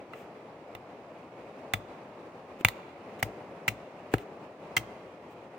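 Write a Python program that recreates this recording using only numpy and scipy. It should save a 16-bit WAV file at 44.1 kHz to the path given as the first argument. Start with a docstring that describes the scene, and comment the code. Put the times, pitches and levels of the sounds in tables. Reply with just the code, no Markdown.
"""A steady rush of water and wind comes first, then a soft rustle and light taps, then six hard knocks.
A wooden baton strikes the spine of a knife set in an upright stick, in a wood beside a river.
Each blow rings the wedged blade, knocks the stick, thuds into the soil and tears a few fibres.
Dying sine waves make the rings and thuds, tiny random snaps make the cracks, tearing and rustles.
Fading noise makes the echoes of undergrowth and trees; noise shaped in pitch and time makes the rush."""
import sys
import numpy as np
from scipy import signal
from scipy.fft import rfft, irfft
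from scipy.io import wavfile
from scipy.ndimage import uniform_filter1d

SR = 44100
rng = np.random.default_rng(int(sys.argv[2]) if len(sys.argv) > 2 else 0)


def digitize_waveform(pressure):
    """Quantize a signal to 16-bit integers and store it at the path in sys.argv[1].

    Rows of a 2-D input are taken as channels; values are limited to [-1, 1].
    """
    field = np.atleast_2d(pressure).T
    bounded = np.clip(field, -1, 1)
    quanta = np.round(bounded * 32767).astype(np.int16)
    wavfile.write(sys.argv[1], SR, quanta)


N = 246078  # length of the scene in samples
T = np.arange(int(.35 * SR)) / SR  # time within one struck sound, seconds

# Baton blows: start_s, crack_db, steel_db, stick_knock_db, hollow_clonk_db, soil_thud_db,
# blade_slide_s, tearing_db, main_bend_hz, main_bend_db, upper_bend_hz
BATON_BLOWS = [(1.7363, -17.5, -24.5, -18, -28, -36.5, 0.0059, -31, 2125, -20.5, 3490),
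               (2.6486, -10, -18.5, -17.5, -51, -28, 0.0039, -26, 2290, -4, 2700),
               (3.2269, -28.5, -41, -16.5, -30, -36, .005, -22, 1970, -18.5, 2800),
               (3.6797, -20.5, -18, -23.5, -35, -39, 0.0092, -25.5, 2210, -21.5, 2740),
               (4.1384, -23, -31.5, -13, -10, -25.5, .0033, -37, 1660, -15.5, 2290),
               (4.7666, -16, -22.5, -22, -27, -41, .014, -26, 2060, -17.5, 3175)]
# Light touches and rebounds of baton and knife: start_s, tick_db, steel_db, stick_knock_db, # soil_thud_db,
# tone_hz, tone_db (a short swelling tone: a bend of the blade, but at 2.6093 s the stick's hollow clonk)
LIGHT_TAPS = [(.1345, -52, -39, -44, -74, 1310, -35), (0.75, -42, -40.5, -32, -50.5, 3600, -46.5),
              (2.6093, -59, -56.5, -54, -69.5, 330, -29.5), (2.6851, -21, -45, -42, -60, 1980, -22),
              (4.1818, -40.5, -42, -49.5, -71.5, 3020, -53)]
# Sleeve and grip rustles: start_s, length_s, level_db
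CLOTH_RUSTLES = [(0.113, 0.15, -58.5), (2.587, 0.038, -55), (2.606, 0.01, -48.5), (3.189, 0.021, -49),
                 (4.111, 0.061, -49), (4.175, 0.066, -57), (5.292, 0.056, -62)]

# The next four tables hold ringing tones. A level is relative, since each strike adds its own.
# t60_s is the time to fall by 60 dB; left_lead_rad is how far the left side's phase is ahead.
# Steel blade: pitch_hz, level_db, t60_s, left_minus_right_db, left_lead_rad
BLADE_TONES = [(1317, -10.5, 0.056, -4, -2.1), (1760, -6.5, 0.027, -14, -2), (2018, 3, 0.028, -3, 0.2),
               (2500, 1.5, 0.031, -1, -3), (2766, -0.5, 0.025, -4.5, -0.66), (3280, -16, 0.022, 1, -4),
               (3520, -15, 0.045, 6, 2.8), (4036, -10.5, 0.02, 0, -0.5)]
# Wooden stick: pitch_hz, level_db, t60_s, left_minus_right_db, left_lead_rad
STICK_TONES = [(625, -5.5, 0.014, 9, 0.3), (747, -2.5, 0.025, 5, 0.14), (977, -3, 0.011, 2.5, -4),
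               (1330, -8.5, 0.0267, -10, -2.2), (1530, -15, 0.0082, -2.5, -3)]
# Hollow clonk of the stick: pitch_hz, level_db, t60_s, left_minus_right_db, left_lead_rad
CLONK_TONES = [(172, -16, 0.011, 3.6, .1), (312, 1.5, 0.025, 3, 0.13), (398, 1.5, 0.022, 3, 0.25)]
# Soil, before each blow changes pitch and length: pitch_hz, level_db, t60_s, left_minus_right_db, left_lead_rad
SOIL_TONES = [(55, -6, 0.21, 3, .1), (107.5, 7.5, .14, 4.4, 0.12), (129.4, -3.5, 0.16, 2.6, .1),
              (200, 0.5, 0.095, 3, .1)]

# Tone colours; only the shape counts, as the loudness is set elsewhere.
# Wood snapping against steel: pitch_hz, relative_level_db
CRACK_COLOUR = [(40, -43), (300, -11), (1200, 2), (2200, -2.5), (3500, 2.5), (5200, -8), (7500, -4.5),
                (11000, -12.5), (15500, -5), (17000, -4.5)]
# Tearing wood fibres: pitch_hz, relative_level_db
TEAR_COLOUR = [(40, -44), (300, -9), (1200, -12.5), (2200, 4), (3300, -4.5), (4400, -14.5), (5400, -8.5),
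               (7000, -11.5), (11000, -20), (15500, -11), (17000, -11)]
# Rubbing sleeve and grip: pitch_hz, relative_level_db
CLOTH_COLOUR = [(400, -9), (1200, 4.5), (2700, 12), (4500, -7), (8000, -4.5), (11000, -16.5), (15000, -1.5),
                (16500, -16)]
# Water and wind: pitch_hz, relative_level_db
RUSH_COLOUR = [(15, -68), (25, -49), (53, -33), (78, -13), (127, -8), (206, -5), (256, -4), (476, -2.5),
               (560, -1), (1190, -12), (1520, -18.5), (2480, -19.5), (3340, -30), (14800, -51.5),
               (16000, -45)]

# Slow swell of the rush, before RUSH_DB is added: time_s, level_db
RUSH_SWELL = [(0.0, -47), (0.28, -49), (3.26, -46.5), (3.42, -46.5), (5.24, -47.5), (5.58, -49.5)]
# Likeness of left and right in rush and echoes: pitch_hz, likeness (1 same, 0 unrelated, below 0 opposed)
SIDE_LIKENESS = [(60, 0.91), (130, 0.99), (290, 0.99), (640, 1), (1410, 0.34), (3100, 0.15), (6820, -0.087),
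                 (15000, -0.25)]
# Left-right balance of the rush: pitch_hz, left_minus_right_db
RUSH_BALANCE = [(60, 2), (110, 1.0), (200, 0.5), (380, 1.5), (700, 2.5), (1290, -0.5), (2380, -4.5),
                (4400, -5), (8120, -3.5), (15000, -1.5)]
# How the two microphones hear the tiny snaps: pitch_hz, left_minus_right_db
SNAP_BALANCE = [(300, 6), (750, -14), (1350, -13), (2000, 9.5), (3400, -3), (5200, -3), (7500, -2),
                (9800, 10.5), (13000, -2.5), (16000, 2.5)]
# Short echoes from undergrowth: pitch_hz, level_db, t60_s
UNDERGROWTH_ECHO = [(250, -18, 0.13), (600, -15, 0.12), (1384, -14, .1), (2100, -21.5, 0.13),
                    (3440, -12, 0.12), (7000, -12.5, 0.13), (15000, -8.5, 0.1)]
# Long echoes from trees: pitch_hz, level_db, t60_s
TREE_ECHO = [(99.5, -36.5, .8), (513, -10, 1.5), (1300, -17, 1.1), (2100, -28, 1.5), (4000, -23.5, 1.5),
             (7000, -25, 0.76), (15000, -32.5, .55)]

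RUSH_DB = 1
EDGE_HZ = 16100  # top of the whole sound
# Each bending tone peaks after this share of the blade's slide; UPPER_DB is the same in every blow
MAIN_SWELL_SHARE, UPPER_SWELL_SHARE, UPPER_DB = 0.15, 0.23, -26
# The blows pack the soil under the stick, so its pitch factor climbs
LOOSE_PITCH, PACKING_PER_BLOW = 0.95, 0.025
# Soil yields to a hard push: the thud lasts half as long for every HALVING_DB above SPRINGY_DB
SPRINGY_DB, HALVING_DB = -32.5, 11.5
TAP_SWELL_S, TAP_CONTACT_S = 0.0013, 0.0016
HALF_SIDES = np.array([[.5], [-.5]])  # shares a left-right difference between the two sides


def blows(bend_delay_s=.0008):
    """Baton on spine: the blade rings, the stick knocks, the soil thuds, and fibres tear until the blade sticks."""
    air, ground = np.zeros((2, 2, N))
    for number, blow in enumerate(BATON_BLOWS):
        start_s, crack_db, steel_db, knock_db, clonk_db, thud_db = blow[:6]
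        slide_s, tear_db, main_hz, main_db, upper_hz = blow[6:]

        add(air, start_s - .0005, amp(crack_db) * crack(decay_s=.002))
        add(air, start_s, amp(steel_db) * ring(BLADE_TONES, rise_s=0.0017))
        main_bend = bend(main_hz, main_db, MAIN_SWELL_SHARE * slide_s)
        upper_bend = bend(upper_hz, UPPER_DB, UPPER_SWELL_SHARE * slide_s)
        add(air, start_s + bend_delay_s, main_bend + upper_bend)

        knock = amp(knock_db) * ring(STICK_TONES, rise_s=0.00087)
        clonk = amp(clonk_db) * ring(CLONK_TONES, rise_s=0.0011)
        # knock and clonk are kept free of deep bass
        add(air, start_s, low_cut(knock + clonk, hz=110))
        add(air, start_s, amp(tear_db) * tear(slide_s))

        pitch = LOOSE_PITCH + PACKING_PER_BLOW * number
        length = 2 ** ((SPRINGY_DB - thud_db) / HALVING_DB)
        add(ground, start_s, amp(thud_db) * thud(pitch, length))
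    return air, ground


def crack(decay_s, rise_s=0.00025):
    """The bright snap of wood meeting steel: a burst of tiny snaps that starts fast and dies away."""
    envelope = (1 - np.exp(-T / rise_s)) * np.exp(-T / decay_s)
    snaps = grains(len(T), spread_db=7.0, shared=0.15)
    return colour(snaps * envelope, CRACK_COLOUR)


def ring(tones, rise_s, pitch=1, length=1):
    """Struck, dying tones that build up during the contact; each reaches the two microphones differently."""
    out = np.zeros((2, len(T)))
    for hz, db, t60_s, balance_db, lead_rad in tones:
        gain = amp(db + HALF_SIDES * balance_db)
        decay = np.exp(-np.log(1000) * T / (t60_s * length))
        wave = np.sin(2 * np.pi * hz * pitch * T + HALF_SIDES * lead_rad)
        out -= gain * decay * wave
    return out * (1 - np.exp(-(T / rise_s) ** 2))


def bend(hz, db, swell_s, lead_rad=-.25):
    """A short tone that swells and is choked at once: a bending tone of the blade as the baton presses, or in
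    one tap the stick's hollow clonk."""
    envelope = T / swell_s * np.exp(1 - T / swell_s)  # reaches 1 at swell_s
    return amp(db) * envelope * np.sin(2 * np.pi * hz * T + HALF_SIDES * lead_rad)


def tear(slide_s):
    """Wood fibres snap while the blade slides; the tearing dies quickly once the slide ends."""
    sliding = (1 - np.exp(-T / 0.00075)) * np.exp(-np.maximum(T - slide_s, 0) / 0.0017)
    snaps = grains(len(T), spread_db=9.5, shared=0.42)
    return colour(snaps * sliding, TEAR_COLOUR)


def thud(pitch=1, length=1):
    """The stick's foot pushes into springy soil, which sounds a few deep, dying tones."""
    return low_cut(ring(SOIL_TONES, rise_s=0.0022, pitch=pitch, length=length), hz=40)


def grains(count, spread_db, shared):
    """Dense tiny snaps of uneven size, partly alike in both microphones."""
    size, common, left, right = rng.standard_normal((4, count))
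    shared = np.clip(shared, 0, 1)
    sizes = amp(spread_db * np.clip(size, -2, 2))
    snaps = sizes * (np.sqrt(shared) * common + np.sqrt(1 - shared) * np.array([left, right]))
    balance = amp(HALF_SIDES * read(SNAP_BALANCE, np.fft.rfftfreq(count, 1 / SR)))
    return evened(irfft(rfft(snaps) * balance, count))


def handling():
    """The baton touches or rebounds on the blade as small strikes; sleeve and grip rustle by rubbing."""
    air, ground = np.zeros((2, 2, N))
    for start_s, tick_db, steel_db, knock_db, thud_db, tone_hz, tone_db in LIGHT_TAPS:
        steel = amp(steel_db) * ring(BLADE_TONES, rise_s=TAP_CONTACT_S)
        blade = steel + bend(tone_hz, tone_db, TAP_SWELL_S)
        add(air, start_s, amp(tick_db) * crack(decay_s=0.0025) + blade)
        add(air, start_s, amp(knock_db) * ring(STICK_TONES, rise_s=TAP_CONTACT_S))
        add(ground, start_s, amp(thud_db) * thud())
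    for start_s, length_s, db in CLOTH_RUSTLES:
        add(air, start_s, amp(db) * rustle(int(length_s * SR)))
    return air, ground


def rustle(count):
    """Rubbing cloth and grip: tiny snaps that swell and fade once."""
    swell = np.sin(np.linspace(0, np.pi, count))
    return colour(grains(count, spread_db=4.0, shared=0.36) * swell, CLOTH_COLOUR)


def scatter(x, bands, delay_s, size=256):
    """Many faint reflections; each band dies at its own speed and the bass is alike on both sides."""
    hz, t, z = signal.stft(rng.standard_normal((2, SR)), SR, nperseg=size)
    same = np.clip(read(SIDE_LIKENESS, hz), 0, 1)[:, None]
    z[1] = same * z[0] + np.sqrt(1 - same ** 2) * z[1]
    rate = np.log(1000) / read(bands, hz, axis=2)[:, None]
    # the square root keeps a band's energy the same however long it lasts
    z *= amp(read(bands, hz))[:, None] * np.exp(-rate * t) * np.sqrt(2 * rate / SR)
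    tail = signal.istft(z, SR, nperseg=size)[1]
    tail_s = np.arange(tail.shape[1]) / SR
    tail *= 1 - np.exp(-(tail_s / delay_s) ** 2)  # the echoes build up gradually
    return signal.fftconvolve(x, tail, axes=1)[:, :N]


def river(patchy_db=0.65, flicker_db=1.25, size=2048):
    """Rushing water and wind in the trees: a dull wash that churns in patches and swells slowly."""
    hop = size // 4
    frames, hz = N // hop + 5, np.fft.rfftfreq(size, 1 / SR)
    a, b, c, d, patches = rng.standard_normal((5, frames, len(hz)))
    # patches change in time and pitch; the flicker moves all pitches together
    patches = uniform_filter1d(patches, size=7, axis=0)
    patches = evened(uniform_filter1d(patches, size=18, axis=1))
    flicker = evened(uniform_filter1d(rng.standard_normal(frames), size=5))[:, None]

    same = np.clip(read(SIDE_LIKENESS, hz), -1, 1)
    left = a + 1j * b
    right = same * left + np.sqrt(1 - same ** 2) * (c + 1j * d)
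    z = np.array([left, right])
    z *= amp(read(RUSH_COLOUR, hz) + patchy_db * patches + flicker_db * flicker)
    z *= amp(HALF_SIDES[:, :, None] * read(RUSH_BALANCE, hz))
    wash = signal.istft(z.transpose(0, 2, 1), nperseg=size, noverlap=size - hop)[1][:, :N]
    swell_db = np.interp(np.arange(N) / SR, *np.transpose(RUSH_SWELL))
    return evened(wash) * amp(RUSH_DB + swell_db)


def amp(db):
    """Turns decibels into a gain."""
    return 10 ** (np.asarray(db) / 20)


def evened(x):
    """Scales to an rms (average strength) of 1."""
    return x / np.sqrt(np.mean(x ** 2) + 1e-20)


def read(points, hz, axis=1):
    """Reads a table column between its points, on a log-frequency axis."""
    table = np.transpose(points)
    return np.interp(np.log(hz + 1), np.log(table[0] + 1), table[axis])


def add(mix, start_s, sound):
    """Mixes a stereo sound in at its start time."""
    part = mix[:, round(start_s * SR):][:, :sound.shape[1]]
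    part += sound[:, :part.shape[1]]


def colour(x, spectrum, size=1024):
    """Filters with the given spectrum; the filter has unit energy and never sounds ahead of its input."""
    log_gain = np.log(amp(read(spectrum, abs(np.fft.fftfreq(size, 1 / SR)))))
    # the Hilbert transform gives the phase that packs the energy at the start
    response = np.exp(np.conj(signal.hilbert(log_gain)))
    taps = np.fft.ifft(response).real[:size // 2]
    return signal.fftconvolve(x, taps[None] / np.linalg.norm(taps), axes=1)[:, :x.shape[1]]


def low_cut(x, hz):
    """Weakens everything below hz with a second-order high-pass."""
    return signal.sosfilt(signal.butter(2, hz, "highpass", fs=SR, output="sos"), x)


def scene():
    """The work close by, its echoes from undergrowth and trees, and the river behind."""
    air, ground = np.add(blows(), handling())
    echoes = scatter(air, UNDERGROWTH_ECHO, delay_s=0.0052) + scatter(air, TREE_ECHO, delay_s=0.028)
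    # the thuds travel through the soil to the microphone and raise no echo
    return air + echoes + ground + river()


def record(dry):
    """Cuts peaks at full scale, then removes the pitches above EDGE_HZ."""
    lowpass = signal.firwin(255, EDGE_HZ, window=("kaiser", 8), fs=SR)
    return signal.oaconvolve(np.clip(dry, -1, 1), lowpass[None], "same")


dry = scene()
out = record(dry)
digitize_waveform(out)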